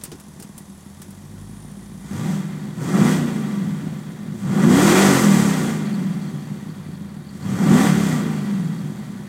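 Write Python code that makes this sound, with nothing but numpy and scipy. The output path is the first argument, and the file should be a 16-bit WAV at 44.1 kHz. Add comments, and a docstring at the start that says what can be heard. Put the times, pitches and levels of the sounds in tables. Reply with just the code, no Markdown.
"""A few small, close clicks over the loping idle of a big V8, heard from the parked car's driver's seat.
Four revs follow. Uneven firing pulses boom through the exhaust and cabin resonances and bark under load.
The engine bay roars with speed, the intake hisses and rasps, and air whistles past the closed throttle.
Valve gear ticks throughout; a loose metal part rattles after the big third rev."""
import sys
import numpy as np
from scipy import signal
from scipy.fft import rfft, irfft, next_fast_len
from scipy.io import wavfile
from scipy.ndimage import uniform_filter1d, minimum_filter1d, map_coordinates

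SR = 44100
rng = np.random.default_rng(int(sys.argv[2]) if len(sys.argv) > 2 else 0)


def waveform_to_disk(signal):
    """Save audio, clipped to [-1, 1], as 16-bit WAV at the path in sys.argv[1]."""
    frames = np.transpose(np.atleast_2d(signal))
    scaled = np.clip(frames, -1, 1) * 32767
    samples = np.round(scaled).astype(np.int16)
    wavfile.write(sys.argv[1], SR, samples)


N = 409248
TIME = np.arange(N) / SR

# Spectra. Each row: frequency in Hz, relative gain in dB.
BACKGROUND_SPECTRUM = [(25, 5), (45, 23), (100, -12), (400, 14.5), (1100, 17.5), (1600, -21), (3000, -15),
                       (6000, -12), (9500, -24), (12000, -9), (16000, -29)]
SNAP_SPECTRUM = [(1000, -30), (4000, -8), (6000, -9), (7700, 3), (9300, 7.5), (10500, -2), (12000, 0),
                 (13500, -4), (16000, -3.5)]
CLACK_SPECTRUM = [(300, 6), (900, 3.5), (1500, 0.5), (2200, -3.5), (3200, -2), (4200, -5), (5200, 0),
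                  (7000, -1), (12000, -22)]
VALVE_SPECTRUM = [(500, 3), (1800, 6.5), (2600, -4), (3250, -1.5), (3700, 5.5), (4200, -0.5), (5300, -4.5),
                  (8000, -7), (10800, -4.5), (16000, -10)]
IDLE_PASSAGE_SPECTRUM = [(1200, -19), (2000, -14), (2700, 1), (4000, -16), (5500, 1), (7500, -23),
                         (9500, 3), (11000, 4), (13000, -9), (16000, -19)]
AIR_SPECTRUM = [(1500, -8), (3000, -4.5), (4300, -1), (5300, 0), (6500, 1.5), (7900, 3.5), (9000, 1),
                (10800, -4.5), (12300, -6), (13800, -7.5), (16000, -14.5)]  # intake and fan
RASP_SPECTRUM = [(300, -15), (550, 2), (900, 9.5), (1400, 4), (2200, 8.5), (3000, -8), (3900, 2),
                 (5500, -42), (9000, -24), (16000, -55)]  # wide-open intake
BAY_SPECTRUM = [(60, -66.5), (150, -29), (300, 11), (420, 6.5), (600, 1.5), (900, 1), (1400, -2),
                (2100, -4), (2600, -8.5), (3600, -11.5), (5000, -18.5), (9000, -40), (16000, -86)]
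BARK_SPECTRUM = [(50, -61), (150, -41), (240, 0.5), (300, 0), (390, 0), (480, -10), (700, -12),
                 (1400, -16.5), (3000, -41), (9000, -65)]  # exhaust at open throttle
CABIN_SPECTRUM = [(25, -86.5), (50, -42), (65, -16), (85, -15.5), (105, -9.5), (125, -9), (150, -2.5),
                  (175, -7), (200, -1.5), (240, -4.5), (310, -14), (380, -15), (450, -25), (900, -35),
                  (3000, -80), (9000, -100)]  # exhaust pipe and cabin together

# Five intake duct peaks, then a shallow dip in the hiss near 10.7 kHz.
# Each row: centre in Hz, width in Hz, gain in dB.
HISS_BANDS = [(3290, 240, 5), (4470, 240, 3.5), (6500, 700, 3), (7230, 200, 2), (7740, 300, 2),
              (10700, 880, -4)]

# Resonances. Each row: centre in Hz, width in Hz, lift in dB.
ROCKER_COVER_MODES = [(1940, 110, 3), (3270, 220, 4), (4450, 260, 3)]
PANEL_MODES = [(360, 28, 7), (490, 20, 4), (730, 40, 3), (780, 40, 6), (985, 80, 3), (1175, 50, 7),
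               (1335, 40, 5), (1440, 45, 6), (1680, 40, 5), (1850, 45, 4), (1935, 50, 10), (2080, 70, 7),
               (2230, 130, -3), (2380, 80, 5), (3290, 200, 7), (4460, 200, 5)]  # panels and firewall
CABIN_AIR_MODES = [(147, 26, 4.5), (160.3, 24, 7), (198, 23.4, 11), (234, 13, 1.5), (286.4, 13.5, 7),
                   (359, 16.5, 7)]  # standing waves

# Growth with engine speed. Each row: speed in rpm, base level in dB.
AIR_LEVELS = [(820, -55.5), (1050, -61), (1700, -55), (2500, -50.5), (3400, -45), (4400, -37.5),
              (5900, -32)]
BAY_LEVELS = [(580, -55.5), (1050, -50.5), (1500, -47.5), (2400, -41), (3300, -34), (4400, -28.5),
              (5900, -21)]
BARK_LEVELS = [(800, -47), (1500, -41), (2000, -32.5), (2500, -26.5), (3500, -23.5), (5500, -20)]
HARMONIC_LEVELS = [(900, -16), (1800, -3), (2500, 5), (3300, 5), (4000, 7), (4700, 11), (5900, 9)]  # relative to the rough pulses
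# Exhaust boom, peaking where a strong order meets a cabin resonance.
# Each row: speed in rpm, coasting level in dB, pulling level in dB.
BOOM_LEVELS = [(610, -41.5, -35), (795, -38, -32), (1460, -34.5, -23.5), (1990, -28, -23),
               (2200, -27, -20.5), (2450, -22.5, -18), (2800, -23, -17.5), (3220, -24.5, -10),
               (3850, -19, -14), (4420, -14.5, -17.5), (4890, -8, -13), (5200, -19, -15), (5980, -11, -14)]
# Firing note, swelling at cabin resonances.
# Each row: speed in rpm, then coasting, pulling and octave levels in dB.
NOTE_LEVELS = [(594, -72, -60, -54), (674, -68, -56, -46), (720, -58, -52, -45.5), (770, -45, -44, -41),
               (857, -53, -45, -54), (1350, -49, -39, -38), (1630, -47.5, -29.5, -45),
               (2430, -29, -22.5, -48.5), (2820, -35, -25, -45.5), (3130, -28.5, -23, -43),
               (3530, -28, -18.5, -43), (3900, -32.5, -16.5, -51), (4460, -32.5, -15.5, -54),
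               (4840, -37, -30, -48), (5360, -29, -15, -47), (5960, -21, -19, -37)]
# Exhaust harmonics. Each row: multiple of the cycle rate, gains in dB at 2600, 4400 and 5800 rpm,
# lift under load in dB.
EXHAUST_ORDERS = [(2, -4, -7, -3, 2), (3, -5, -1, -5, -1), (4, -6, -3, -6, 1), (5, -7, 3, -2, -1),
                  (6, 1, 3, 6, -2), (7, -6, -6, -6, 3), (9, 6, -2, 4, -3), (10, -2, -1, 0, 3),
                  (11, -3, 3, 6, 1), (12, -2, 6, 13, -4), (13, -5, 2, 0, 3), (14, -4, 2, 3, 2),
                  (15, -4, 0, 3, 0), (16, -5, 0, 7, 6), (20, -6, 5, 11, 2), (24, -6, 12, 21, 3)]
# Cylinders in firing order. Each row: pulse gain in dB, lag in firing intervals.
FIRING_ORDER = [(-7.5, 0.0089), (0, 0.243), (-7.5, 0.245), (-2, 0.01), (-15.5, 0.255), (-6.5, 0.0031),
                (-3, 0.016), (-2, 0.255)]

# Close clicks. Each row: start in seconds, then snap, clack and thud levels in dB.
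CLICK_EVENTS = [(0.013, -49, -44, -60), (0.037, -25.5, -40, -55), (0.052, -46, -42, -47),
                (0.117, -41, -36.5, -36), (0.1989, -40.5, -47, -60), (0.399, -40, -42.5, -49),
                (0.425, -36, -44, -56), (0.5793, -34, -47, -60), (1.0176, -36, -41, -45),
                (1.1059, -42, -52, -51)]
# Loose part's ticks. Each row: start in seconds, strength in dB.
TICK_EVENTS = [(5.859, -46), (5.9415, -43), (6.2162, -51), (6.2705, -49), (6.3948, -52), (6.4545, -53),
               (6.6969, -52), (7.0856, -50), (7.2908, -45), (7.427, -42), (8.7857, -48)]
# Heavy burns while winding down. Each row: start in seconds, strength in dB.
THUMP_EVENTS = [(3.868, -15.5), (4.255, -23), (6.015, -19), (6.515, -21.5), (6.692, -24), (6.89, -21.5),
                (7.01, -25), (9.198, -25)]
# Louder air around the revs. Each row: start in seconds, end in seconds, lift in dB.
RUSH_SPANS = [(2.097, 2.41, 7.5), (2.853, 3.178, 8), (4.497, 5.764, 7.5), (7.43, 7.89, 7.5),
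              (8.01, 8.2, 5.5)]
# Whistle, climbing as the throttle gap widens.
# Each row: time in seconds, lowest tone in Hz, then low, middle and top tone levels in dB.
WHISTLE_CURVES = [(0, 8100, -80, -66, -66), (.88, 8100, -80, -67, -63), (1, 8330, -78, -66, -64),
                  (1.24, 8600, -76, -66, -68), (1.42, 9080, -62, -63, -72), (1.58, 9220, -58, -66, -73),
                  (2.03, 9270, -60, -66, -78), (2.25, 9230, -70, -70, -84), (7, 9230, -68, -73, -86),
                  (9.28, 9230, -69, -73, -86)]
# Idle, raised by a light foot before the first blip. Each row: time in seconds, speed in rpm.
IDLE_SPEEDS = [(.8, 580), (1, 670), (1.7, 825), (2, 810), (4, 567)]
# Throttle blips. Each row: opening start, opening duration, load start, load rise time and
# closing start, all in seconds, then full pull in rpm per second.
BLIPS = [(1.996, .14, 1.97, .17, 2.28, 7600), (2.723, .245, 2.765, .05, 3.079, 10750),
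         (4.299, .35, 4.34, .16, 5.0, 11930), (7.252, .449, 7.38, .08, 7.85, 11339)]

CLOSE_S = .08  # throttle snapping shut


def amp(db):
    """Decibels to gain."""
    return 10 ** (np.asarray(db) / 20)


def unit(x):
    """Scale to rms 1."""
    return x / np.sqrt(np.mean(x ** 2) + 1e-20)


def smooth(x, window_s):
    """Running mean, applied twice."""
    size = max(1, int(window_s * SR))
    return uniform_filter1d(uniform_filter1d(x, size), size)


def even(x, window_s):
    """Hold the running rms at 1, keeping the faster throb."""
    return x / np.sqrt(np.abs(smooth(x ** 2, window_s)) + 1e-12)


def log_lookup(rows, x):
    """Interpolate a two-column table on a log axis."""
    knots, values = np.transpose(rows)
    return np.interp(np.log(x + 1), np.log(knots + 1), values)


def lookup(rows, x):
    """Interpolate each later column against the first."""
    knots, *columns = np.transpose(rows)
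    return [np.interp(x, knots, column) for column in columns]


def wobble(rate_hz):
    """Smooth random curve."""
    knots = rng.standard_normal(int(N * rate_hz / SR) + 4)
    return np.interp(TIME, TIME[::32], map_coordinates(knots, [TIME[::32] * rate_hz]))


def response_db(spectrum, bands, hz):
    """Broad spectrum plus narrow peaks or dips."""
    bands_db = sum(db / (1 + (2 * (hz - centre_hz) / width_hz) ** 2) for centre_hz, width_hz, db in bands)
    return log_lookup(spectrum, hz) + bands_db


def body(x, spectrum, bands=()):
    """Minimum-phase filter: peaks ring after each pulse."""
    size = 16384
    db = response_db(spectrum, bands, np.fft.rfftfreq(size, 1 / SR))
    cepstrum = irfft(np.log(amp(db)))[:size // 2]
    cepstrum[1:] *= 2
    impulse_response = irfft(np.exp(rfft(cepstrum, size)))[:size // 2]
    return signal.oaconvolve(x, impulse_response)[:N]


def fuzzy_tone(hz, width_hz):
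    """Narrow noise band of rms 1."""
    phase = 2 * np.pi * np.cumsum(hz * np.ones(N)) / SR
    return unit(wobble(width_hz) * np.cos(phase) + wobble(width_hz) * np.sin(phase))


def fading(pulses, t60_s):
    """Exponential decay after each pulse."""
    return signal.lfilter([1], [1, -amp(-60 / (t60_s * SR))], pulses)


def strikes(times_s, gains):
    """Impulses at the given times."""
    return np.bincount(np.clip(times_s * SR, 0, N).astype(int), gains, N + 1)[:N]


def crankshaft_rpm(coast_s=.966):
    """Each blip spins up the flywheel; drag winds it back towards idle."""
    pull_rpm_per_s = sum(
        full * np.interp(TIME, [open_s, open_s + rise_s, close_s, close_s + CLOSE_S], [0, 1, 1, 0])
        for open_s, rise_s, _, _, close_s, full in BLIPS)
    gained_rpm = signal.lfilter([1 / SR], [1, -np.exp(-1 / (coast_s * SR))], pull_rpm_per_s)
    return lookup(IDLE_SPEEDS, TIME)[0] + gained_rpm


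def engine_load(fall_s=.17):
    """0 coasting, 1 pulling; shed as the throttle shuts."""
    return sum(np.clip((TIME - bite_s) / rise_s, 0, 1) * np.clip(.5 + (close_s - TIME) / fall_s, 0, 1)
               for _, _, bite_s, rise_s, close_s, _ in BLIPS)


def firings(cycle, scatter_db, jitter):
    """One pulse per cylinder and cycle, no two alike; jitter is in firing intervals."""
    count = len(FIRING_ORDER)
    index = np.arange(int(cycle[-1] * count))
    db, lag = np.array(FIRING_ORDER)[index % count].T
    timing, strength = np.clip(rng.standard_normal((2000, 2)), -2, 2)[index].T
    times_s = np.interp((index + lag + jitter * timing) / count, cycle, TIME)
    return strikes(times_s, amp(db + scatter_db * strength))


def cabin_echo(x, t60_s=.07):
    """Short reflections off glass and dashboard."""
    t = TIME[:SR // 16]
    tail = rng.standard_normal(len(t)) * amp(-60 * t / t60_s)
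    return .95 * x + .3 * signal.oaconvolve(x, tail / np.linalg.norm(tail))[:N]


def background(level_db=-57):
    """Faint steady cabin hiss."""
    return amp(level_db) * unit(body(rng.standard_normal(N), BACKGROUND_SPECTRUM))


def clicks():
    """Dry clicks: bright snap, hard clack and, in the heavier ones, a low thud."""
    start_s, snap_db, clack_db, thud_db = np.transpose(CLICK_EVENTS)
    snap = fading(strikes(start_s, amp(snap_db)), t60_s=.065)
    snap *= unit(body(rng.standard_normal(N), SNAP_SPECTRUM))
    clack = fading(strikes(start_s, amp(clack_db)), t60_s=.12)
    clack *= unit(body(rng.standard_normal(N), CLACK_SPECTRUM))
    thud = fading(strikes(start_s, amp(thud_db)), t60_s=.17) * fuzzy_tone(hz=350, width_hz=220)
    return snap + clack + thud


def loose_part(cycle, rattle_db=-61, rattle_from_s=5.5):
    """A small metal part rattles with the firings, with occasional sharper ticks."""
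    start_s, db = np.transpose(TICK_EVENTS)
    ticks = fading(strikes(start_s, amp(db)), t60_s=.044)
    rattle = unit(fading(firings(cycle, scatter_db=5, jitter=.2), t60_s=.04)) * (TIME > rattle_from_s)
    return smooth(ticks + amp(rattle_db) * rattle, .0026) * fuzzy_tone(hz=4450, width_hz=780)


def throttle_whistle(cycle, spacing_hz=970, waver_hz=25):
    """Air through a narrow gap: three thin wavering tones, fluttering with each stroke."""
    lowest_hz, *levels_db = lookup(WHISTLE_CURVES, TIME)
    hz = lowest_hz + waver_hz * wobble(6)
    tones = sum(amp(db) * fuzzy_tone(hz + k * spacing_hz, width_hz=260) for k, db in enumerate(levels_db))
    return tones * (1 + .5 * np.cos(2 * np.pi * len(FIRING_ORDER) * cycle))


def idle_hiss(rpm, level_db=-62):
    """Air sucked through the idle passage; fades out above idle."""
    share = np.interp(rpm, [850, 1100], [1, 0])
    return amp(level_db) * share * unit(body(rng.standard_normal(N), IDLE_PASSAGE_SPECTRUM))


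def valve_gear(rpm, cycle, level_db=-55, db_per_octave=4, steady=12):
    """Rocker clatter: steady noise plus light taps in step with the shaft, louder with speed."""
    taps = even(fading(firings(cycle, scatter_db=2, jitter=.03), t60_s=.04), .2)
    clatter = body((steady + taps) * rng.standard_normal(N), VALVE_SPECTRUM, ROCKER_COVER_MODES)
    return amp(level_db + db_per_octave * np.log2(rpm / 1200)) * even(clatter, .16)


def rush_lift_db(fade_s=.1):
    """Air rushes louder with each blip and drops back soon after."""
    return smooth(sum(db * (TIME > start_s) * (TIME < end_s) * 1. for start_s, end_s, db in RUSH_SPANS),
                  fade_s)


def gasp_lift_db(peak_db=5.5, length_s=.21):
    """Air hisses in as the throttle cracks open."""
    return sum(np.interp(TIME, [open_s, open_s + length_s / 2, open_s + length_s], [0, peak_db, 0])
               for open_s, *_ in BLIPS)


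def air_rush(rpm, cycle, pulsing=.36, load_db=3):
    """Air through intake and fan, pulsing with the intake strokes."""
    gulps = even(fading(firings(cycle, scatter_db=2, jitter=.05), t60_s=.03), .1)
    rush = body((1 + pulsing * gulps) * rng.standard_normal(N), AIR_SPECTRUM, HISS_BANDS)
    level_db = lookup(AIR_LEVELS, rpm)[0] + load_db * engine_load() + rush_lift_db() + gasp_lift_db()
    return amp(level_db) * even(rush, .24)


def intake_rasp(rpm, cycle, level_db=-31, db_per_octave=14, build_s=.18, hold_s=.024, steady=.3):
    """Late in each blip the wide-open intake rasps with every stroke."""
    wide_open = sum(np.interp(TIME - close_s, [-build_s, -hold_s, 0, CLOSE_S], [0, 1, 1, 0])
                    for *_, close_s, _ in BLIPS)
    strokes = even(fading(firings(cycle, scatter_db=3, jitter=.05), t60_s=.012), .1)
    rasp = even(body((steady + strokes) * rng.standard_normal(N), RASP_SPECTRUM, PANEL_MODES), .11)
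    return amp(level_db + db_per_octave * np.log2(rpm / 4000)) * wide_open * rasp


def engine_bay(rpm, cycle, knock_db=-4, knock_t60_s=.18, load_db=4.5, rush_share=.47):
    """Each firing knocks the panels and releases a puff of turbulent gas."""
    pulses = firings(cycle, scatter_db=4, jitter=.07)
    puffs = (1 + even(fading(pulses, t60_s=.1), .36)) * rng.standard_normal(N)
    t = TIME[:SR // 10]
    reflections = rng.standard_normal(len(t)) * amp(-60 * t / knock_t60_s)
    knocks = signal.oaconvolve(pulses, reflections)[:N]
    drive = even(puffs, .14) + amp(knock_db) * even(knocks, .35)
    level_db = lookup(BAY_LEVELS, rpm)[0] + load_db * engine_load() + rush_share * rush_lift_db()
    return amp(level_db) * even(body(drive, BAY_SPECTRUM, PANEL_MODES), .014)


def thumps(trim_db=-1):
    """Single hard burns boom through the cabin."""
    start_s, db = np.transpose(THUMP_EVENTS)
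    boom = body(strikes(start_s, amp(db)), CABIN_SPECTRUM, CABIN_AIR_MODES)
    return amp(db.max() + trim_db) * boom / np.abs(boom).max()


def firing_note(rpm, cycle):
    """Eight cylinders sound one note and its octave: clear under load, uneven while coasting."""
    load = engine_load()
    coasting_db, pulling_db, octave_db = lookup(NOTE_LEVELS, rpm)
    uneven = np.interp(rpm, [850, 1100], [.3, .8]) * (1 - .65 * load)
    phase = 2 * np.pi * len(FIRING_ORDER) * cycle + .7 * uneven * wobble(20)
    note = amp((1 - load) * coasting_db + load * pulling_db + 3 * uneven * wobble(20)) * np.sin(phase)
    octave = amp(octave_db + 2.1 * wobble(30)) * np.sin(2 * phase)
    return np.sqrt(2) * (note + octave)


def burn_clumps(rpm, cycle, per_cycle=3):
    """Gain from strong and weak burns coming in clumps, deepest at mid speed."""
    depth_db = np.interp(rpm, [900, 1600, 3200, 4500], [.3, 1.2, 1.6, 1])
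    clumps = map_coordinates(rng.standard_normal(1000), [per_cycle * cycle])
    return even(amp(depth_db * np.clip(clumps, -2, 1.5)), .1)


def exhaust_harmonics(rpm, load, cycle, tilt_from_hz=290, db_per_octave=-1):
    """Cycle harmonics sweep through the cabin modes; their balance shifts with speed and load."""
    hz = np.arange(2000)
    cabin_db = response_db(CABIN_SPECTRUM, CABIN_AIR_MODES, hz)
    cabin_db += db_per_octave * np.log2(np.maximum(hz / tilt_from_hz, 1))
    stagger_rad = np.interp(rpm, [2600, 5000], [.33, .17])  # a slow crank turns less evenly
    harmonics = np.zeros(N)
    for order, *speed_db, load_db in EXHAUST_ORDERS:
        db = np.interp(rpm, [2600, 4400, 5800], speed_db) + np.interp(order * rpm / 120, hz, cabin_db)
        db += 2.4 * wobble(11) + load_db * load
        phase = 2 * np.pi * (order * cycle + rng.random()) + stagger_rad * wobble(24)
        harmonics += amp(db) * np.sin(phase)
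    return harmonics


def exhaust(rpm, cycle, burble_db=-3, lope_db=2, harmonic_load_db=-2):
    """Lumpy pulses and gulps of gas at idle merge into harmonics at speed and bark under load."""
    load = engine_load()
    pulses = firings(cycle, scatter_db=3.5, jitter=.095)
    beats = even(body(pulses, CABIN_SPECTRUM, CABIN_AIR_MODES), .091)
    gulps = fading(pulses, t60_s=.08) * rng.standard_normal(N)
    burble = even(body(gulps, CABIN_SPECTRUM, CABIN_AIR_MODES), .053)
    rough = unit(beats + amp(burble_db) * burble) * burn_clumps(rpm, cycle)
    harmonic_gain = amp(log_lookup(HARMONIC_LEVELS, rpm) + harmonic_load_db * load)  # hard burns roughen
    boom = even(rough + harmonic_gain * even(exhaust_harmonics(rpm, load, cycle), .081), .049)
    bark = amp(lookup(BARK_LEVELS, rpm)[0]) * load * even(body(gulps, BARK_SPECTRUM, PANEL_MODES), .026)
    coasting_db, pulling_db = lookup(BOOM_LEVELS, rpm)
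    lope = wobble(20) * np.interp(rpm, [1500, 3000], [1, .4])  # the flywheel steadies it at speed
    return amp((1 - load) * coasting_db + load * pulling_db + lope_db * lope) * boom + bark


def scene():
    """Mono mix: the crankshaft-driven engine, clicks and cabin hiss."""
    rpm = crankshaft_rpm()
    cycle = np.cumsum(rpm / 120) / SR  # two turns per four-stroke cycle
    low = exhaust(rpm, cycle) + firing_note(rpm, cycle) + thumps()
    intake = cabin_echo(air_rush(rpm, cycle) + intake_rasp(rpm, cycle) + idle_hiss(rpm))
    intake += throttle_whistle(cycle)
    machinery = engine_bay(rpm, cycle) + cabin_echo(valve_gear(rpm, cycle)) + loose_part(cycle)
    return (low + intake + machinery + clicks() + background())[None]


def record(dry, ceiling=.72, cutoff_hz=15950):
    """Peak limiter, then a brick-wall low-pass."""
    needed_gain = np.minimum(1, ceiling / (np.abs(dry) + 1e-9))
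    limited = dry * smooth(minimum_filter1d(needed_gain, SR // 50), .01)
    size = next_fast_len(N + SR // 2)
    passband = np.fft.rfftfreq(size, 1 / SR) < cutoff_hz
    return irfft(rfft(limited, size) * passband, size)[:, :N]


dry = scene()
out = record(dry)
waveform_to_disk(out)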